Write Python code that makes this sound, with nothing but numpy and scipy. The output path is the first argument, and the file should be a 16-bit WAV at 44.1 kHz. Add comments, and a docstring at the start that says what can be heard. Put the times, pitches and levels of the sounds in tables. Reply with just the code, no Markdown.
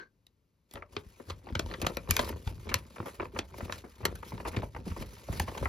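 """A large folded leaflet of glossy paper is opened out and handled close by in a quiet room, over filtered-noise tone.
0 s: a thin squeak, noise through narrow resonances. 0.27 s: a faint lone crease snap, octave bands of noise and tone.
From 0.7 s to the end: snaps go on; grains rustle in sway, crackle and slide; panels flap in low decaying modes;
free edges flick in falling chirps; bulges pop with a crunch and gliding modes.
Two closely spaced microphone ports hear it all, with a short, faint room of sparse reflections behind."""
import sys
import numpy as np
from scipy import signal
from scipy.fft import rfft, irfft
from scipy.io import wavfile
from scipy.ndimage import map_coordinates

SR = 44100
rng = np.random.default_rng(int(sys.argv[2]) if len(sys.argv) > 2 else 0)


def output_pcm(signal):
    """Save a mono or channel-first signal as 16-bit PCM at the path in sys.argv[1].

    Samples are clipped to [-1, 1] before scaling.
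    """
    pcm = np.clip(np.atleast_2d(signal).T, -1, 1) * 32767
    wavfile.write(sys.argv[1], SR, np.round(pcm).astype(np.int16))


N = 250793

# Thin squeak of the paper. Each row: time in seconds, level in dB.
SQUEAK_S_DB = [(0, -42), (.003, -45.5), (.035, -50.5), (.048, -61.5), (.075, -68), (.11, -109)]
# Squeak resonances. Each row: frequency in Hz, half-width in Hz, relative level in dB.
SQUEAK_MODES = [(1538, 63, 10), (1150, 200, 1), (430, 250, 0.5), (2050, 130, -5.5), (2830, 500, -10),
                (4100, 300, -12.5), (5500, 770, -17.5)]
# Sharp snaps of creases. Each row: start in seconds, relative octave level at 1.3 kHz in dB, body, bite and
# sparkle in dB relative to it, length in seconds, ring of the facet beside it in Hz.
SNAPS = [(0.2667, -75.5, -3, 3, 3.5, .0007, 3740), (.711, -77.5, 12.5, 10, 10, 0.00081, 3600),
         (0.737, -58.5, -1.5, -13, 4.5, 0.0018, 3550), (0.755, -55, -4, 0, -48, .0015, 1900),
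         (0.9651, -39.5, -3, -4.5, -46, 0.0012, 430), (1.299, -47, 1, 1, -23, 0.0047, 1250),
         (1.5517, -39, -3, -1, -24.5, 0.0021, 1340), (1.593, -41.5, 7, 5, -8.5, 0.0017, 1410),
         (1.661, -62, 15.5, 5, -12, 0.0012, 885), (1.738, -43, -27, -6.5, -45, 0.0018, 1640),
         (1.816, -44, 2, -3, -2, .006, 2470), (1.8653, -35, 0, -1.5, -10.5, 0.003, 1320),
         (1.9694, -41.5, 2.5, -7, -7.5, 0.0016, 2360), (2.09, -51.5, 0, -10, -11, 0.0011, 900),
         (2.1, -41.5, -4, -3, -20, 0.0088, 1200), (2.1084, -40.5, -12, 6.5, 11.5, .0004, 2370),
         (2.166, -34, -20, -3, -1.5, 0.00022, 2300), (2.1915, -28.5, -8.5, -9, -21, 0.0041, 600),
         (2.289, -48, 1.5, -13, -0.5, .0035, 2960), (2.473, -50, -0.5, 0, -32, .004, 920),
         (2.69, -47, -1, -1, -17, .0082, 2320), (2.7417, -33.5, -7, 1.5, -1.5, 0.00033, 2490),
         (3.058, -43.5, 1.5, -24, -13, 0.022, 770), (3.388, -38.5, -0.5, 3, -18.5, 0.0033, 684),
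         (3.723, -43, -11, -2, -15.5, 0.002, 1390), (4.0523, -32.5, 0, -3.5, -5, 0.0051, 1330),
         (4.1525, -55, -5, -7, -0.5, 0.0042, 1600), (4.378, -54.5, 1, -7, -43, 0.00068, 1500),
         (4.564, -43, 4, -4.5, -28, 0.0058, 2400), (5.0235, -50.5, 8, -7, -40, 0.0007, 2370),
         (5.397, -36, -6, -6, -5.5, 0.0027, 810), (5.5764, -46, 0, -7, -16, 0.0042, 910)]
# Where body, level, bite and sparkle apply, in Hz.
SNAP_HZ = [420, 1320, 4300, 10800]
# Bends of the sheet by the hands. Each row: start in seconds, length in seconds, crackle drive in dB,
# sway drive in dB, both before the layer gains.
BENDS = [(0.756, 0.043, -49, -52), (1.287, 0.018, -44, -43), (1.465, 0.045, -44, -50),
         (1.546, 0.13, -54, -39.5), (1.703, 0.0067, -34, -55), (1.803, 0.092, -41, -42.5),
         (1.97, 0.085, -54, -42.5), (2.089, 0.026, -36, -54), (2.18, 0.033, -32.5, -36.5),
         (2.271, 0.067, -41.5, -42), (2.486, 0.072, -49.5, -40.5), (2.673, 0.039, -38, -39.5),
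         (2.984, 0.049, -42.5, -54), (3.195, 0.032, -39.5, -43), (3.353, 0.019, -39, -42.5),
         (3.533, 0.21, -45.5, -46), (4.007, 0.12, -46, -40.5), (4.32, 0.1, -45.5, -48),
         (4.461, 0.01, -38.5, -41), (4.557, 0.058, -41, -39.5), (4.757, 0.054, -46.5, -42),
         (4.88, 0.028, -44, -43.5), (4.986, 0.035, -44, -38), (5.292, 0.12, -42, -36),
         (5.479, 0.13, -42, -50), (5.622, 0.017, -67, -35)]
# Slips of the paper over skin. Each row: start in seconds, length in seconds, drive in dB before the layer gain.
SLIPS = [(.725, 0.051, -67), (1.07, 0.21, -70.5), (1.298, 0.0062, -56), (1.8, 0.15, -58),
         (2.115, 0.13, -48.5), (2.28, 0.0087, -48.5), (2.475, 0.019, -55), (2.745, 0.045, -54),
         (2.955, 0.0038, -63), (3.062, 0.047, -52), (3.22, 0.03, -61.5), (3.356, 0.029, -59.5),
         (3.57, 0.08, -53.5), (3.72, 0.066, -54), (4.26, 0.065, -57), (4.48, 0.005, -47.5),
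         (4.875, 0.029, -53.5), (4.98, 0.047, -53), (5.07, 0.013, -66), (5.295, 0.13, -51.5),
         (5.48, 0.19, -54)]
# Restlessness of the hands, astir between bends and slips. Each row: time in seconds, relative drive in dB.
RESTLESS_S_DB = [(.69, -35), (.86, -23), (.93, 2), (1.1, -7.5), (1.41, -5), (1.72, 3.5), (2.06, -1.5),
                 (2.33, 2.5), (2.62, 2), (2.9, 0.5), (3.15, 3.5), (3.31, -31), (3.42, -2), (3.95, -0.5),
                 (4.15, 3), (4.64, 7.5), (4.7, -8), (4.77, 2.5), (4.82, -11), (4.88, -2.5), (5.14, 7.5),
                 (5.68, -11)]
# Rustle spectra. Each row: frequency in Hz, relative density in dB per Hz.
SWAY_HZ_DB = [(20, -77), (40, 1), (65, 9), (110, -1), (200, -10.5), (400, -59), (1000, -79)]
CRUMPLE_HZ_DB = [(80, -7.5), (180, 2.5), (400, 8.5), (1000, -16), (2600, -18), (5000, -23), (9000, -36.5),
                 (16000, -72.5)]
SLIDE_HZ_DB = [(300, 3.5), (1500, 8), (3000, 3), (4500, -0.5), (6000, -0.5), (9000, -2), (12000, -3.5),
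               (14000, -13.5), (16000, 8.5)]
# Flaps of whole panels. Each row: start in seconds, relative peak in dB, nominal pitch in Hz.
FLAPS = [(0.741, -43.5, 59.5), (0.966, -40.5, 124), (1.059, -40.5, 63), (1.302, -42, 110), (1.521, -28, 79),
         (1.558, -26, 101), (1.832, -28.5, 73), (2.09, -22.5, 116.3), (2.111, -25, 70),
         (2.466, -22.5, 67.8), (2.745, -30.5, 116.5), (2.998, -31.5, 127), (3.621, -29.5, 79),
         (4.03, -33, 104), (4.332, -29.5, 135), (4.566, -22, 135.7), (4.866, -28, 227.3), (4.905, -29, 74),
         (4.989, -31.5, 69), (5.294, -23.5, 99.7), (5.4, -24.5, 75), (5.616, -23, 74)]
# Modes of a panel. Each row: multiple of its pitch, relative level in dB.
PANEL_MODES = [(0.998, 1.5), (1.55, -3.5), (2.399, -8), (3.7, -7)]
# Flicks of a free edge. Each row: start in seconds, relative level in dB, first pitch in Hz, last pitch in Hz,
# glide and decay time in seconds.
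FLICKS = [(.7585, -50, 900, 380, .005), (.8225, -47, 2400, 580, .005), (3.002, -42, 1633, 280, 0.00306),
          (4.6315, -39.5, 1000, 400, .004), (5.2865, -43, 900, 250, .005), (5.6555, -33.5, 2500, 650, .005)]
# Dull pops of bulges turning inside out. Each row: start in seconds, relative level in dB, nominal pitch in Hz,
# length in seconds.
POPS = [(0.7696, -47.5, 1255, 0.0051), (1.199, -46.5, 430, 0.0052), (1.469, -48, 793, 0.0038),
        (1.704, -52, 630, 0.00093), (1.726, -48, 520, 0.0026), (1.827, -38.5, 430, 0.0028),
        (1.846, -40, 1150, 0.0017), (1.903, -44.5, 484, 0.0062), (2.234, -45, 1130, 0.0024),
        (2.326, -49.5, 1165, 0.0015), (2.668, -50, 646, 0.0055), (2.715, -38.5, 1730, 0.0099),
        (2.961, -48.5, 1305, 0.0078), (3.198, -36, 905, 0.0013), (3.2037, -36.5, 866, 0.002),
        (3.228, -41.5, 590, 0.0041), (3.254, -47, 978, 0.00062), (3.349, -49, 570, 0.01),
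        (3.362, -40.5, 1084, 0.0061), (3.606, -43, 1238, 0.0034), (3.696, -39, 1293, 0.00034),
        (3.8395, -44, 409, 0.016), (4.0286, -44.5, 900, 0.025), (4.079, -47, 398, 0.0015),
        (4.125, -50, 485, 0.0008), (4.229, -45.5, 1240, 0.0043), (4.32, -47.5, 907, 0.0037),
        (4.401, -45, 938, 0.0013), (4.451, -42.5, 1036, 0.0016), (4.4562, -38.5, 1197, 0.015),
        (4.4746, -39.5, 760, 0.0049), (4.531, -49, 1386, 0.0086), (4.545, -45, 1150, 0.0053),
        (4.7477, -48.5, 1600, 0.0012), (4.763, -45, 1150, 0.0038), (4.864, -50.5, 430, 0.0031),
        (4.915, -51, 1150, 0.0021), (4.964, -45, 794, 0.0039), (5.326, -45, 954, 0.0067),
        (5.479, -39, 960, 0.011), (5.55, -47, 1052, 0.0016), (5.626, -37, 520, 0.008)]
# Crunch spectrum. Each row: multiple of its pitch, relative level in dB per octave.
CRUNCH_SPECTRUM = [(.125, -9.5), (.5, 2), (1, 4.5), (2, -7.5), (4, -5.5), (16, -53)]
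# Modes of a bulge. Each row: multiple of its pitch, relative level in dB.
BULGE_MODES = [(0.454, -6), (0.999, -1.5), (1.55, -7), (2.25, -6.5)]
# Still room tone. Each row: frequency in Hz, relative density in dB per Hz.
ROOM_TONE_HZ_DB = [(20, 6.5), (70, 7), (400, -9.5), (1000, -18.5), (4000, -29), (16000, -35)]
# Room decay. Each row: frequency in Hz, t60 in seconds.
ROOM_T60_HZ_S = [(100, 0.34), (1500, 0.13), (15000, 0.014)]
# Sameness of the two ports. Each row: frequency in Hz, likeness from 0 to 1.
LIKENESS = [(60, 0.975), (300, 0.9), (800, 0.65), (1400, 0.3), (2100, 0.55), (3000, 0.95), (4400, 0.97),
            (5600, 0.5), (6600, 0.99)]
# Phase between ports. Each row: frequency in Hz, lead of the left in radians.
LEAD_HZ_RAD = [(0, 0), (1000, 0), (1500, -1.2), (1900, .2), (3400, 1), (5000, .5), (5800, -.8),
               (7000, -1.7), (8400, -3.14), (11500, -6.1), (12800, -6.7), (15500, -9.4)]
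# Port balance. Each row: frequency in Hz, left minus right in dB.
BALANCE_HZ_DB = [(60, 0.5), (200, 3), (700, 2.5), (1400, -0.5), (2600, 4), (8000, 0)]
# Where the paper is being worked, on top of the balance. Each row: time in seconds, left minus right in dB.
PLACE_S_DB = [(0, 1.5), (1.3, 0.5), (2.7, -0.5), (3.3, -1), (4.1, 0), (5, -1)]
# Colour of the microphone. Each row: frequency in Hz, gain in dB.
PRESENCE_HZ_DB = [(550, 0.64), (740, -5.5), (950, 1.36), (1700, -2.23), (2350, 1.6), (3100, 0), (4300, 3.5),
                  (6800, 2)]

BEND_RISE_DB_PER_S, CRACKLE_FALL_DB_PER_S, SWAY_FALL_DB_PER_S = 745, 231, 107
SLIP_RISE_DB_PER_S, SLIP_FALL_DB_PER_S = 509, 336
# drives of the stirring at 0 dB of restlessness, before the layer gains
STIR_SWAY_DB, STIR_CRACKLE_DB, STIR_HISS_DB = -59, -57.5, -66.5
EDGE_HZ = 15900
# centres of the octave bands in which bending waves travel
OCTAVE_HZ = 180 * 2. 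** np.arange(7)
TIME_S = np.arange(N) / SR
BIN_HZ = np.fft.rfftfreq(N, 1 / SR)


def amp(db):
    """Decibels to gain."""
    return 10 ** (np.asarray(db) / 20)


def unit(x):
    """Scales to rms 1."""
    return x / np.sqrt(np.mean(x ** 2) + 1e-20)


def read(points, hz):
    """Reads a curve on a log-frequency axis."""
    f_hz, value = np.transpose(points)
    return np.interp(np.log(hz + 1), np.log(f_hz + 1), value)


def level(rows):
    """Gain over time from a dB curve; -120 dB before its start."""
    s, db = np.transpose(rows)
    return amp(np.interp(TIME_S, s, db, left=-120))


def colour(x, points):
    """Filters by a spectrum, to rms 1."""
    return unit(irfft(rfft(x) * amp(read(points, BIN_HZ)), N))


def add(mix, start_s, sound):
    """Mixes a two-channel sound in at its start time."""
    part = mix[:, max(round(start_s * SR), 0):][:, :sound.shape[1]]
    part += sound[:, :part.shape[1]]


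def blow(x):
    """Scales each channel of a short sound to the energy of 20 ms at rms 1."""
    return x / np.sqrt((x ** 2).sum(1, keepdims=True) / (.02 * SR))


def room_tone(gain_db=-72):
    """The still room: steady noise, strongest in the bass."""
    return amp(gain_db) * colour(rng.standard_normal((2, N)), ROOM_TONE_HZ_DB)


def squeak(glide_per_s=0.63):
    """Friction sets narrow resonances of the paper singing briefly, rising a little as the sheet tightens."""
    response = sum(amp(db) / np.sqrt(width_hz) / (1 + 1j * (BIN_HZ - hz) / width_hz) ** 2
                   for hz, width_hz, db in SQUEAK_MODES)
    sung = unit(irfft(rfft(rng.standard_normal((2, N))) * response, N))
    # reading ever faster until the last row raises the pitch
    read_at = np.cumsum(1 + glide_per_s * np.minimum(TIME_S, SQUEAK_S_DB[-1][0]))
    risen = np.array([map_coordinates(channel, [read_at], order=3) for channel in sung])
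    return risen * level(SQUEAK_S_DB)


def cascade(t_s, length_s, slips_per_s=1400, slip_s=0.0002, first=0.6):
    """Power of a crease that gives way in a quick run of slips, the first at once, and then stops short."""
    size = rng.exponential(1, len(t_s)) * (rng.random(len(t_s)) < slips_per_s / SR)
    size[0] = first
    run = size * np.exp(-(t_s / length_s) ** 2)
    return signal.lfilter([1], [1, -np.exp(-2 / (slip_s * SR))], run)


def buckle(octave_db, length_s, bass_lag=0.36, spread_s=0.0013, rise_s=0.00049,
           ring_db=-18.0, ring_s=0.015, ring_tilt_db=-6.0, facet=0.37, facet_cycles=5, bass_db=-6):
    """Paper buckles octave by octave: slower bending waves draw out the bass, and nearby facets ring briefly."""
    t_s = np.arange(4096) / SR
    out = np.zeros((2, len(t_s)))
    slips = cascade(t_s, max(length_s, .0003))
    # small creases radiate little bass
    octave_db = octave_db + bass_db * (OCTAVE_HZ == OCTAVE_HZ[0])
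    for hz, band_db in zip(OCTAVE_HZ, octave_db):
        edges_hz = [hz / np.sqrt(2), hz * np.sqrt(2)]
        band = signal.butter(2 if hz < 1000 else 3, edges_hz, "band", fs=SR, output="sos")
        slow = (2500 / hz) ** bass_lag
        ring_gain = amp(ring_db + ring_tilt_db * abs(np.log2(hz / 2000)))
        ring = ring_gain * np.exp(-t_s / (ring_s * np.sqrt(slow)))
        wave = (1 - np.exp(-t_s / rise_s)) * (np.exp(-t_s / (spread_s * slow)) + ring)
        shape = np.sqrt(abs(signal.fftconvolve(slips, wave ** 2)[:len(t_s)]))
        # facet sizes vary: each octave draws its own pitch, clearest in the low ones
        tone_hz = hz * 2 ** (rng.random() - .5)
        tone = np.sin(2 * np.pi * (tone_hz * t_s + rng.random((2, 1))))
        tone *= np.exp(-t_s * hz / (2 * facet_cycles))
        hiss = rng.standard_normal((2, len(t_s))) * np.sqrt(SR / 2 / hz)
        source = hiss + 2 * facet * np.sqrt(slow) * tone
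        out += amp(band_db) * blow(signal.sosfilt(band, source * shape))
    return out


def between_folds(x, bounce=0.33, trip_s=0.0010767):
    """Bending waves run to and fro between two folds, the low ones slower: uneven resonances, new each time."""
    size = x.shape[1]
    hz = np.fft.rfftfreq(size, 1 / SR)
    trip_s = trip_s * 2 ** rng.uniform(-0.5, 0.501)  # round trip at 2 kHz
    turn = np.exp(-4j * np.pi * trip_s * np.sqrt(2000 * hz))
    return irfft(rfft(x) * np.sqrt(1 - bounce ** 2) / (1 - bounce * turn), size)


def facet_ring(x, hz, ring_db=3.5, sharpness=7):
    """The stiff facet beside a crease rings at its own pitch."""
    return x + amp(ring_db) * signal.lfilter(*signal.iirpeak(hz, sharpness, fs=SR), x)


def snaps(gain_db=-0.82):
    """Stiff creases snap through, each with its own balance of body, bite and sparkle and its own ring."""
    out = np.zeros((2, N))
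    for start_s, db, body_db, bite_db, sparkle_db, length_s, ring_hz in SNAPS:
        balance_db = np.interp(np.log(OCTAVE_HZ), np.log(SNAP_HZ), [body_db, 0, bite_db, sparkle_db])
        snap = between_folds(buckle(db + balance_db, length_s))
        add(out, start_s, amp(gain_db) * facet_ring(snap, ring_hz))
    return out


def strokes(rows, rise_db_per_s, fall_db_per_s, stir_db):
    """Gain of hand movements: each rises, holds and falls, over the varying stir of restless hands."""
    power = (amp(stir_db) * level(RESTLESS_S_DB)) ** 2
    for start_s, length_s, db in rows:
        before_s = np.maximum(start_s - TIME_S, 0)
        after_s = np.maximum(TIME_S - start_s - length_s, 0)
        near = before_s + after_s < .5
        stroke_db = db - rise_db_per_s * before_s[near] - fall_db_per_s * after_s[near]
        power[near] += amp(stroke_db) ** 2
    return np.sqrt(power)


def grains(per_s, spread_db, length_s):
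    """Tiny noise bursts at random moments, most of them weak and a few strong."""
    size = amp(spread_db * np.minimum(rng.exponential(1, N), 3.5)) * (rng.random(N) < per_s / SR)
    power = signal.lfilter([1], [1, -np.exp(-2 / (length_s * SR))], size ** 2)
    return unit(np.sqrt(power) * rng.standard_normal((2, N)))


def flutter(x, depth_db=3.5, patch_hz=600, patch_s=.022):
    """The sheet keeps changing shape under the fingers: short-lived resonances come and go in its rustle."""
    hz, t_s, z = signal.stft(x, SR, nperseg=256)
    at = np.meshgrid(hz / patch_hz, t_s / patch_s, indexing="ij")
    patches = unit(map_coordinates(rng.standard_normal((128, 512)), at, order=3, mode="wrap"))
    return unit(signal.istft(z * amp(depth_db * patches), SR, nperseg=256)[1][:, :N])


def bulge(hz, length_s, taut=1.227, slack=0.79, relax_s=0.00528, cycles=3, rise_s=0.0003,
          ring_db=-19, ring_s=0.084, wave_db=-6, spread_s=0.00902, wave_s=0.018):
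    """A bulge flips: modes glide down from taut to slack and ring faintly; a bending wave falls in pitch."""
    t_s = np.arange(2600) / SR
    turns = np.cumsum(hz * (slack + (taut - slack) * np.exp(-t_s / relax_s))) / SR
    ring = amp(ring_db) * np.exp(-t_s / ring_s)
    modes = np.zeros((2, len(t_s)))
    for k, db in BULGE_MODES:
        decay = np.exp(-t_s / (length_s / 2 + cycles / (k * hz)))
        modes += amp(db) * (decay + ring) * np.sin(2 * np.pi * (k * turns + rng.random((2, 1))))
    # the slow, low part of the wave arrives last
    falling_turns = np.cumsum(hz / (1 + t_s / spread_s)) / SR
    wave = amp(wave_db) * np.exp(-t_s / wave_s) * np.sin(2 * np.pi * (falling_turns + rng.random((2, 1))))
    return blow((modes + wave) * (1 - np.exp(-t_s / rise_s)) * (1 - t_s / t_s[-1]))


def crinkles(per_s=70, spread_db=14, low_hz=260, high_hz=2100, tilt_db_per_octave=-3.5):
    """Small facets flip one by one at uneven intervals, each a tiny bulge; on average the higher are fainter."""
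    out = np.zeros((2, N))
    for k, (when, size, pitch) in enumerate(rng.random((int(per_s * N / SR), 3))):
        octave = pitch * np.log2(high_hz / low_hz)
        gain = amp(spread_db * size + tilt_db_per_octave * octave)
        add(out, (k + 2 * when) / per_s, gain * bulge(low_hz * 2 ** octave, 0))
    return unit(out)


def rustle(sway_db=-3.0, crackle_db=-9.0, crinkle_db=-6, slide_db=6.5):
    """Bends make the moving sheet sway, crackle and crinkle; slips over skin add the fine hiss of sliding."""
    start_s, length_s, crackling_db, swaying_db = np.transpose(BENDS)
    swaying = strokes(zip(start_s, length_s, swaying_db), BEND_RISE_DB_PER_S, SWAY_FALL_DB_PER_S, STIR_SWAY_DB)
    bending = strokes(zip(start_s, length_s, crackling_db),
                      BEND_RISE_DB_PER_S, CRACKLE_FALL_DB_PER_S, STIR_CRACKLE_DB)
    sliding = strokes(SLIPS, SLIP_RISE_DB_PER_S, SLIP_FALL_DB_PER_S, STIR_HISS_DB)
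    sway = colour(rng.standard_normal((2, N)), SWAY_HZ_DB)
    crackle = flutter(colour(grains(per_s=240, spread_db=4.0, length_s=0.0019), CRUMPLE_HZ_DB))
    crumpling = amp(crackle_db) * crackle + amp(crinkle_db) * crinkles()
    slide = flutter(colour(grains(per_s=2000, spread_db=8.0, length_s=0.0086), SLIDE_HZ_DB), depth_db=2.0)
    return amp(sway_db) * sway * swaying + crumpling * bending + amp(slide_db) * slide * sliding


def flaps(gain_db=-0.27, rise_s=0.0064, sag=0.5, sag_s=0.0054, t60_s=0.074):
    """A panel swings over, pushing air, and wobbles in its low modes, sagging in pitch as it goes slack."""
    out = np.zeros((2, N))
    t_s = np.arange(SR // 3) / SR
    for start_s, db, hz in FLAPS:
        turns = np.cumsum(hz * (1 + sag * (np.exp(-t_s / sag_s) - .5))) / SR
        swing = np.zeros((2, len(t_s)))
        for k, mode_db in PANEL_MODES:
            decay = amp(mode_db - 60 * t_s * np.sqrt(k) / t60_s)
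            swing += decay * np.sin(2 * np.pi * (k * turns + rng.random((2, 1))))
        swing *= 1 - np.exp(-(t_s / rise_s) ** 2)
        add(out, start_s, amp(db + gain_db) * swing / abs(swing).max(1, keepdims=True))
    return out


def crunch(hz, length_s):
    """Dull buckling, strongest around one pitch."""
    multiple, shape_db = np.transpose(CRUNCH_SPECTRUM)
    return buckle(np.interp(np.log(OCTAVE_HZ / hz), np.log(multiple), shape_db), length_s)


def soften(x, soft_hz=2800, leak_db=-17):
    """Gently curved paper gives off little treble."""
    dull = signal.ellip(N=4, rp=1, rs=40, Wn=soft_hz, fs=SR, output="sos")
    return signal.sosfilt(dull, x) + amp(leak_db) * x


def flicks(tail_db=-15, tail_s=.016, rise_s=.0005, crunch_db=-8):
    """An edge springs free: the bending wave's quick treble arrives first, slow bass last, over a little crunch."""
    out = np.zeros((2, N))
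    t_s = np.arange(4096) / SR
    for start_s, db, first_hz, last_hz, length_s in FLICKS:
        fall = np.exp(-t_s / length_s)
        turns = np.cumsum(last_hz + (first_hz - last_hz) * fall) / SR
        shape = (1 - np.exp(-t_s / rise_s)) * (fall + amp(tail_db) * np.exp(-t_s / tail_s))
        chirp = blow(shape * np.sin(2 * np.pi * (turns + rng.random((2, 1)))))
        under = amp(crunch_db) * crunch(np.sqrt(first_hz * last_hz), length_s)
        add(out, start_s, amp(db) * (between_folds(chirp) + under))
    return soften(out)


def pops(crunch_db=-6, knock_db=-0.5, blur_db_per_s=400):
    """Larger bulges give way with a dull crunch and a hollow knock; the slower the pop, the weaker its knock."""
    out = np.zeros((2, N))
    for start_s, db, hz, length_s in POPS:
        add(out, start_s, amp(db + crunch_db) * crunch(hz, length_s))
        add(out, start_s, amp(db + knock_db - blur_db_per_s * length_s) * bulge(hz, length_s))
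    return soften(out)


def facing_panel(x, share=0.13, delay_s=0.0015, drift_depth=0.312):
    """The facing panel throws the sound back; as the fold opens and closes, delay and colour drift at random."""
    knots_s = np.linspace(0, TIME_S[-1], 32)
    drift = np.interp(TIME_S, knots_s, rng.standard_normal(len(knots_s)))
    late_s = TIME_S - delay_s * np.exp(drift_depth * drift)
    echo = np.array([map_coordinates(channel, [late_s * SR], order=3) for channel in x])
    return (x + share * echo) / np.sqrt(1 + share ** 2)


def room(x, delay_s=0.0045, taps_per_s=3000):
    """Sparse reflections of random sign and size; the treble dies first."""
    size = SR // 2
    present = (rng.random((2, size)) < taps_per_s / SR) * (TIME_S[:size] > delay_s)
    taps = rng.standard_normal((2, size)) * present
    hz, t_s, z = signal.stft(taps, SR, nperseg=256)
    decay = amp(-60 * t_s / read(ROOM_T60_HZ_S, hz)[:, None])
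    tail = signal.istft(z * decay, SR, nperseg=256)[1]
    return signal.fftconvolve(x, tail / np.linalg.norm(tail[0]), axes=1)[:, :N]


def ports(x):
    """The right port shares part of the left's wave, most where likeness is high, shifted by the path between."""
    left, other = rfft(x)
    same = np.clip(read(LIKENESS, BIN_HZ), 0, 1)
    right = (same * left + np.sqrt(1 - same ** 2) * other) * np.exp(-1j * read(LEAD_HZ_RAD, BIN_HZ))
    lean = amp(read(BALANCE_HZ_DB, BIN_HZ) / 2)
    return irfft(np.array([left * lean, right / lean]), N)


def scene(room_db=-19):
    """The leaflet close by, its reflections and the still room."""
    tone = room_tone()
    squeaking = squeak()
    creased = snaps() + rustle() + flicks() + pops()
    paper = squeaking + facing_panel(creased) + flaps()
    lean = np.sqrt(level(PLACE_S_DB))
    return ports(paper + amp(room_db) * room(paper) + tone) * np.array([lean, 1 / lean])


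def record(dry, low_cut_hz=47):
    """The microphone's colour and low cut, then the band limit."""
    heard = irfft(rfft(dry) * amp(read(PRESENCE_HZ_DB, BIN_HZ)), N)
    thinned = signal.sosfilt(signal.butter(2, low_cut_hz, "high", fs=SR, output="sos"), heard)
    band_limit = signal.firwin(511, EDGE_HZ, window=("kaiser", 9), fs=SR)
    return signal.oaconvolve(thinned, band_limit[None], "same")


dry = scene()
out = record(dry)
output_pcm(out)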